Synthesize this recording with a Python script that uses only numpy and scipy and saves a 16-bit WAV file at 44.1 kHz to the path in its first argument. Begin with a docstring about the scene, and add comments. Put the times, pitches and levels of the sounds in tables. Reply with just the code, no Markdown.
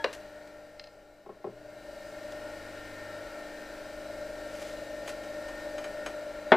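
"""An electric potter's wheel hums and whines in a small studio, throbbing about once a turn over bearing rush.
A tool clacks and a stick taps; then the whole drive sinks quieter and duller, the splash pan bumps dully,
and the drive comes back. Later a board with a jug clicks in the grip and is set down with a sharp knock.
The drive is sine tones at shaft orders plus shaped noise that follows level curves; each object is
a filtered click ringing resonant modes; grit is short noise bursts throughout."""
import sys
import numpy as np
from scipy import signal
from scipy.fft import rfft, irfft, next_fast_len
from scipy.io import wavfile

SR = 44100
rng = np.random.default_rng(int(sys.argv[2]) if len(sys.argv) > 2 else 0)


def store_pcm(level_fs):
    """Save levels as 16-bit WAV."""
    pcm = np.round(np.clip(level_fs, -1, 1) * 32767).astype(np.int16)
    wavfile.write(sys.argv[1], SR, np.atleast_2d(pcm).T)


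N = 289591
T_S = np.arange(N) / SR
HZ = np.maximum(np.arange(N // 2 + 1) * SR / N, 1)
SHAFT_HZ = 25

# wheel loudness, used as swing about the median: (time [s], hiss level [dB], casing level [dB])
WHEEL = [(0.17, -63, -54.5), (1.2, -72.5, -68.5), (1.41, -72, -64.5), (1.97, -60, -55.5),
         (2.44, -58, -51.5), (3.04, -58, -50), (4.51, -57.5, -52.5), (5.7, -56.5, -50.5),
         (6.45, -59.5, -51)]
# whine: (time [s], level [dB], depth of the throb [0-1])
WHINE = [(0.0, -47.8, 0.3), (1.0, -56.5, 0.12), (1.3, -62.5, 0.6), (1.6, -51.5, 1), (2.0, -50, 1),
         (2.35, -43, 0.34), (2.9, -51, 0.7), (3.25, -45, 0.53), (3.6, -49, 0.47), (4.05, -44, 0.6),
         (5.5, -43.5, 0.42), (5.9, -40.5, 0.33), (6.5, -42, 0.3)]


def from_db(db):
    """Decibels to amplitude gain."""
    return 10 ** (np.asarray(db) / 20)


def rms_one(x):
    """Scale to unit power."""
    return x / np.sqrt(np.mean(x ** 2) + 1e-20)


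def in_time(rows):
    """Interpolate each column of a level curve to every sample."""
    time_s, *columns = np.transpose(rows)
    return [np.interp(T_S, time_s, c) for c in columns]


def at_hz(points, hz, outside=None):
    """Read a spectrum in dB on a log-frequency axis."""
    f, db = np.transpose(points)
    return np.interp(np.log(hz), np.log(f), db, left=outside, right=outside)


def drift(rate, size=N, per_unit=SR):
    """Random curve of unit power, with `rate` random points per unit joined by lines."""
    at = np.arange(size) / per_unit * rate
    return rms_one(np.interp(at, np.arange(4096), rng.standard_normal(4096)))


def noise(spectrum):
    """Gaussian noise of the given density in dB per Hz."""
    shaped = rfft(rng.standard_normal(N)) * from_db(at_hz(spectrum, HZ, -np.inf))
    return irfft(shaped, N) * np.sqrt(SR / 2)


def swell(db):
    """Gain of a level curve relative to its median."""
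    return from_db(db - np.median(db))


def rippled(x, depth_db):
    """Many small resonances of the housing ripple a spectrum, with a random point every 45 Hz."""
    ripple = drift(1 / 45, size=len(HZ), per_unit=N / SR)
    return irfft(rfft(x) * from_db(depth_db * ripple), N)


def shaft_order(order):
    """A sine of unit power at a multiple of the shaft rate, its start phase random over a full turn."""
    return np.sqrt(2) * np.sin(2 * np.pi * order * SHAFT_HZ * T_S + 2 * np.pi * rng.random())


def motor():
    """Shaft tones, whine and drone over the noise of drive and bearings."""
    # noise densities at median level, all (frequency [Hz], density [dB per Hz])
    rumble_density = [(10, -69), (25, -81.5), (37, -70), (50, -77.5), (70, -88.5), (120, -100)]
    rush_density = [(60, -107), (120, -87.5), (170, -90.5), (280, -84), (430, -80.5), (500, -91),
                    (590, -68), (700, -79.5), (850, -88), (1200, -94), (1600, -104)]
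    casing_density = [(1000, -104), (1290, -94), (1370, -83.5), (1650, -89), (1830, -80.5), (1960, -96),
                      (2200, -89), (2700, -102.5), (3400, -102)]
    hiss_density = [(1800, -104), (2800, -92.5), (3400, -100.5), (3900, -94.5), (5000, -95.5), (6200, -99),
                    (7000, -101), (8200, -99), (8700, -104), (10500, -109), (15500, -115)]
    hiss_gain, casing_gain = map(swell, in_time(WHEEL))
    whine_gain = swell(in_time(WHINE)[0])
    # exponents are shares of the dB swing
    rush_gain = hiss_gain ** 0.54 * whine_gain ** 0.2
    rumble_gain = hiss_gain ** 0.8
    drone_gain = hiss_gain ** 2

    tones = shaft_tones(rush_gain, casing_gain, waver=.5, waver_hz=2.4, split_hz=840)
    bed = rumble_gain * noise(rumble_density)
    bed += rush_gain * rippled(noise(rush_density), depth_db=1.0)
    bed += casing_gain * rippled(noise(casing_density), depth_db=2.2)
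    bed += hiss_gain * (rippled(noise(hiss_density), depth_db=0.73) + bearings(waver_per_s=14))
    song = whine(flutter_db=.7, wander_rad=.25, sway_rad=.34)
    return tones + song + drone(drone_gain) + bed


def whine(flutter_db, wander_rad, sway_rad):
    """Rotor slots sing at the 24th order; the off-centre rotor makes it throb about once a turn."""
    # resonance driven by the whine: (frequency [Hz], density [dB per Hz relative to the whine])
    resonance = [(470, -52), (540, -43), (600, -32), (650, -40), (720, -52)]
    # higher whine at the 73rd order: (time [s], level [dB])
    upper_level = [(0.17, -64.5), (1.39, -78), (1.88, -62), (3.15, -50), (3.23, -61), (3.55, -55.5),
                   (4.05, -60), (5.83, -51.5), (6.42, -58)]
    first_throb_s, throb_slip_hz = .009, .08
    beat_hz, beat_db = 10.2, -10

    level_db, depth = in_time(WHINE)
    turn = 2 * np.pi * SHAFT_HZ * T_S
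    # speed sway within each turn puts side lines around the whine
    uneven = sway_rad * (np.sin(2 * turn) + .5 * np.cos(3 * turn))
    wander = wander_rad * drift(12.0)
    slots = np.sqrt(2) * np.sin(24 * turn + uneven + wander)
    # the throb slowly slips behind the shaft
    throb_hz = SHAFT_HZ - throb_slip_hz
    throb = 1 + depth * np.cos(2 * np.pi * throb_hz * (T_S - first_throb_s))
    # a second tone just under the whine beats with it
    beat_phase = 24 * turn - 2 * np.pi * beat_hz * T_S + drift(2)
    beating = np.sqrt(2) * from_db(beat_db) * np.sin(beat_phase)
    upper_gain = from_db(in_time(upper_level)[0] + 2 * flutter_db * drift(5))
    upper = np.sqrt(2) * upper_gain * np.sin(73 * turn + 2 * wander)
    gain = from_db(level_db + flutter_db * drift(12))
    return gain * (throb * (slots + noise(resonance)) + beating) + upper


def shaft_tones(low_gain, high_gain, waver, waver_hz, split_hz):
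    """Shaft orders 5 to 199 sound, each wavering with the load, more so at high frequency."""
    # strong orders at median level: (frequency [Hz], level [dB])
    strong_orders = [(200, -66), (300, -55), (350, -78.5), (400, -68), (450, -63), (475, -66.5),
                     (500, -62.5), (700, -72), (725, -79), (750, -70.5), (825, -63.5), (850, -65.5),
                     (925, -66), (1350, -62), (1375, -61), (1425, -86), (1450, -62), (1475, -72),
                     (1575, -64), (1700, -73.5), (1800, -69), (1875, -66)]
    # level of each weak order between them: (frequency [Hz], level [dB])
    weak_orders = [(125, -84), (150, -71.5), (200, -84), (420, -89.5), (800, -70), (1200, -78),
                   (1550, -78.5), (2200, -76.5), (3000, -84), (4000, -85.5), (5000, -92)]
    strong = {round(hz / SHAFT_HZ): db for hz, db in strong_orders}
    orders = np.arange(5, 200)
    level = from_db([strong.get(k, at_hz(weak_orders, k * SHAFT_HZ)) for k in orders])
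    size = 8 * SR
    hz = np.arange(size // 2 + 1) * SR / size
    lines = np.zeros(len(hz), complex)
    phase = 2 * np.pi * rng.random(len(orders))
    lines[orders * SHAFT_HZ * size // SR] = level * np.exp(1j * phase)
    # wavering spreads part of each line into a narrow skirt
    offset_hz = np.linspace(-SHAFT_HZ / 2, SHAFT_HZ / 2, num=201)
    skirt = 1 / (1 + (offset_hz / waver_hz) ** 2) ** 2
    spread = np.sqrt(np.convolve(abs(lines) ** 2, skirt / skirt.sum() / 2, "same"))
    share = np.minimum(waver * np.sqrt(hz / 1000), .95)
    chance = [1, 1j] @ rng.standard_normal((2, len(hz)))
    lines = np.sqrt(1 - share ** 2) * lines + share * spread * chance
    low = irfft(lines * (hz < split_hz))[:N] * size / np.sqrt(2)
    high = irfft(lines * (hz >= split_hz))[:N] * size / np.sqrt(2)
    return low * low_gain + high * high_gain


def drone(gain):
    """Magnetic hum at twice the mains rate and a few low orders that swell and fade at random."""
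    # (time [s], level [dB])
    hum_level = [(0.1, -66.5), (1.24, -75.5), (1.87, -74), (2.27, -61.5), (3.19, -57.5), (3.4, -74.5),
                 (4.13, -62), (6.4, -66)]
    # frame orders at median wheel level: (frequency [Hz], level [dB])
    frame_orders = [(250, -64), (325, -59.5), (550, -59.5)]
    fade_db, fades_per_s = 0.5, 2.548
    hum = from_db(in_time(hum_level)[0]) * shaft_order(order=4)
    frame = 0
    for hz, db in frame_orders:
        frame = frame + from_db(db + fade_db * drift(fades_per_s)) * shaft_order(round(hz / SHAFT_HZ))
    return hum + gain * frame


def bearings(waver_per_s):
    """Narrow rings that swell and fade as the balls roll."""
    # (frequency [Hz], level [dB])
    rings = [(2067, -69.5), (2148, -67.5), (2326, -70), (2902, -72.5), (3779, -72.5), (3892, -85),
             (4011, -71), (4339, -83), (4683, -72.5), (4963, -74), (6358, -84)]
    out = 0
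    for hz, db in rings:
        phase = 2 * np.pi * hz * T_S
        ring = drift(waver_per_s) * np.sin(phase) + drift(waver_per_s) * np.cos(phase)
        out = out + from_db(db) * ring
    return out


def whistles():
    """Thin electrical treble tones that follow half the dB swing of the hiss."""
    # level before the channel gains: (frequency [Hz], level [dB])
    tones = [(12938, -83), (14375, -83), (14425, -84)]
    total = sum(from_db(db) * np.sin(2 * np.pi * hz * T_S) for hz, db in tones)
    return np.sqrt(2) * total * np.sqrt(swell(in_time(WHEEL)[0]))


def strike(contacts, modes, crowd, crowd_t60_s, low_hz):
    """Each contact is a low-passed click that sets strong modes and a crowd of weak ones ringing."""
    force = np.full(N, 1e-18)
    for s, db, cut_hz in contacts:
        dulling = signal.butter(2, cut_hz, fs=SR, output="sos")
        pulse = signal.sosfilt(dulling, np.eye(1, 256)[0])
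        at = round(s * SR)
        force[at:at + len(pulse)] += from_db(db) * pulse[:N - at]
    out = signal.fftconvolve(force, crowd_ring(crowd, crowd_t60_s))[:N]
    for k, (hz, db, t60_s) in enumerate(modes):
        r, w = from_db(-60 / (t60_s * SR)), 2 * np.pi * hz / SR
        ring = signal.lfilter([0, np.sin(w)], [1, -2 * r * np.cos(w), r * r], force)
        out -= (-1) ** k * from_db(db) * ring
    # a small body radiates little bass
    return signal.sosfilt(signal.butter(2, low_hz, "high", fs=SR, output="sos"), out)


def crowd_ring(crowd, t60_s):
    """Modes too many to tell apart: half-octave noise bursts whose treble dies first."""
    t, out = T_S[:SR // 3], 0
    for hz in 125 * 2 ** (np.arange(14) / 2):
        band = signal.butter(2, [hz / 2 ** .25, hz * 2 ** .25], "band", fs=SR, output="sos")
        band_t60_s = t60_s * np.sqrt(1000 / hz)
        burst = rng.standard_normal(len(t)) * from_db(-60 * t / band_t60_s)
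        gain = from_db(at_hz(crowd, hz, -np.inf)) * np.sqrt(SR / hz)
        out = out + gain * signal.sosfilt(band, burst)
    return out


# In the five sources below, levels are relative drives. Columns:
# contacts (time [s], level [dB], cut-off [Hz]); modes (frequency [Hz], level [dB], t60 [s]);
# crowd of weaker modes (frequency [Hz], level [dB])


def board_knock():
    """The board is set down, landing on one edge then the other; a quick echo follows and its modes ring."""
    # contacts, modes and crowd, columns as above
    contacts = [(6.519, -13, 5000), (6.5243, -21.5, 1770), (6.5345, -20, 1200)]
    modes = [(245.4, -5, 0.1), (360, -2, .07), (434, 0, 0.075), (490, -14, 0.044), (635, 5, 0.12),
             (818, 0.5, 0.051), (890, -2.5, 0.063), (1270, -8, 0.053), (1470, -4, 0.059), (1760, 4, 0.024),
             (2360, -16, 0.029), (2740, -17, 0.062), (3040, -26, 0.095), (3440, -10, 0.022),
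             (4160, -25, 0.054)]
    crowd = [(180, -23), (500, -12), (900, -8), (1700, -9), (3300, -11.5), (4500, -33.5), (6000, -35),
             (9000, -43)]
    return strike(contacts, modes, crowd, crowd_t60_s=0.17, low_hz=168)


def grip_clicks():
    """The board clicks in the grip as it is carried, ringing sharp modes."""
    # contacts, modes and crowd, columns as above
    contacts = [(5.076, -45, 13000), (5.2352, -54, 9000), (5.484, -52, 9000), (5.597, -56, 9000),
                (5.7805, -46.5, 8000), (5.788, -52, 5000), (5.8415, -45.5, 8360), (5.849, -61, 6000),
                (6.0615, -40.5, 8160), (6.068, -54, 5000)]
    modes = [(1530, -15, 0.12), (2430, -1, 0.063), (3000, -3, 0.12), (3920, -10, 0.075), (4670, -21, .1),
             (6470, -2.5, .1), (7800, -8, 0.1), (9970, -10, .13)]
    crowd = [(170, -30), (400, -3), (1000, -3), (2000, 2.5), (4000, -5), (7000, -6), (14000, -5)]
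    return strike(contacts, modes, crowd, crowd_t60_s=0.13, low_hz=140)


def tool_clacks():
    """A dropped tool rings its own modes."""
    # contacts, modes and crowd, columns as above
    contacts = [(.0428, -24, 7000), (.0468, -30, 3450), (.059, -33, 1200)]
    modes = [(399, -6, 0.087), (515, -11, 0.14), (615, -5, .1), (930, -7, 0.032), (1110, -1.5, 0.038),
             (1264, -20, 0.036), (1506, 0, 0.03), (1840, 0.5, 0.05), (2050, -14, 0.044), (2820, 1, 0.026),
             (3290, -18, 0.036), (3840, -4, 0.026), (4680, -8, 0.014), (5450, -16, 0.012)]
    crowd = [(250, -24), (500, -6), (1000, -8), (1800, -5.5), (3000, -3.5), (5000, -12), (7000, -18),
             (12000, -14)]
    return strike(contacts, modes, crowd, crowd_t60_s=0.047, low_hz=252)


def pan_bumps():
    """Soft contacts excite the low modes of the plastic splash pan."""
    # contacts, modes and crowd, columns as above
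    contacts = [(1.2615, -43, 1400), (1.292, -38.5, 1150), (1.4425, -31.5, 1030), (1.466, -34, 590)]
    modes = [(117.4, -21.5, 2.1), (283, -9, 0.049), (377, 1, 0.087), (426, -3, 0.1), (607, -6, 0.12),
             (780, -1.5, 0.038), (1083, -9, 0.1), (1410, -25, 0.062), (1900, -12, 0.052), (3070, -13, .04)]
    crowd = [(150, -21.5), (350, -12.5), (600, -11), (1100, -14), (2000, -18), (4000, -10)]
    return strike(contacts, modes, crowd, crowd_t60_s=0.13, low_hz=121)


def stick_taps():
    """Light taps ring the short treble modes of a stick."""
    # contacts, modes and crowd, columns as above
    contacts = [(.796, -39, 8000), (.8403, -46, 8000), (.8715, -52.5, 9000)]
    modes = [(1810, -2, 0.023), (2850, -12, .025), (4080, -5, 0.023), (5000, 0, 0.022), (6450, -11, .02)]
    crowd = [(900, -23), (1800, -7), (3000, -6), (5000, 3), (7000, -27), (12000, -24)]
    return strike(contacts, modes, crowd, crowd_t60_s=0.041, low_hz=900)


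def scuffs(grain_db):
    """Dried clay grit crunches in short noise bursts as hands and board slide."""
    # (peak time [s], level [dB], rise [s], decay [s])
    slides = [(0.131, -39, 0.0021, 0.0066), (.15, -49.5, .004, 0.0072), (.475, -58.5, .002, 0.0093),
              (2.322, -51, .001, .005), (4.62, -49.5, 0.13, 0.13), (5.095, -41.5, 0.017, 0.012),
              (6.088, -63, .006, .02)]
    # relative colour: (frequency [Hz], level [dB])
    grit_colour = [(300, -20), (900, -4), (1600, 0), (2500, -1), (4000, -4), (6300, -6), (7600, -7),
                   (9000, -14), (10200, -12), (15000, -24)]
    push = np.zeros(N)
    for s, db, rise_s, decay_s in slides:
        push += from_db(db) * np.exp(-np.maximum((s - T_S) / rise_s, (T_S - s) / decay_s))
    return push * rms_one(noise(grit_colour) * from_db(grain_db * drift(500)))


def ringing():
    """Something struck just before the start still rings: a few modes dying away."""
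    # (frequency [Hz], level at the start [dB], t60 [s])
    modes = [(903, -38, 0.17), (1675, -39, 0.18), (3300, -52, 0.19)]
    return sum(from_db(db - 60 * T_S / t60_s) * np.sin(2 * np.pi * hz * T_S) for hz, db, t60_s in modes)


def studio(x, wet_db):
    """Dense reflections from benches and walls: a decaying noise tail after 3 ms."""
    room_t60_s = 0.29
    t = T_S[:SR // 2]
    tail = rng.standard_normal(len(t)) * from_db(-60 * t / room_t60_s) * (t > .003)
    return x + from_db(wet_db) * signal.fftconvolve(x, tail / np.linalg.norm(tail))[:N]


def microphones(x):
    """Two close capsules share the sound; each has its own colour and a hiss that follows the wheel."""
    # hiss density at median wheel level: (frequency [Hz], density [dB per Hz])
    own_density = [(2000, -112), (5000, -104), (8000, -103), (11000, -108), (15500, -110)]
    # (frequency [Hz], left minus right [dB])
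    balance = [(100, 2.5), (1000, 2.5), (4000, 2.5), (8000, 0), (13000, -6.5)]
    own_hiss = swell(in_time(WHEEL)[0]) * np.array([noise(own_density), noise(own_density)])
    size = next_fast_len(N + SR // 10)
    hz = np.maximum(np.arange(size // 2 + 1) * SR / size, 1)
    colour = from_db(np.outer([1, -1], at_hz(balance, hz)) / 2)
    return irfft(rfft(x + own_hiss, size) * colour, size)[:, :N]


def scene():
    """The wheel, and the handling around it."""
    handling = board_knock() + grip_clicks() + tool_clacks() + pan_bumps() + stick_taps()
    handling = studio(handling + scuffs(grain_db=2.5), wet_db=-10)
    # left and right whistle gains in dB
    whistle_pair = whistles() * from_db([[-5], [3.5]])
    return microphones(motor() + handling + ringing()) + whistle_pair


def record(dry):
    """Clip peaks just under full scale, then cut the top with a steep low-pass."""
    cutoff_hz = 15750
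    low_pass = signal.ellip(10, .1, 90, cutoff_hz, fs=SR, output="sos")
    return signal.sosfilt(low_pass, np.clip(dry, -.95, .95))


dry = scene()
out = record(dry)
store_pcm(out)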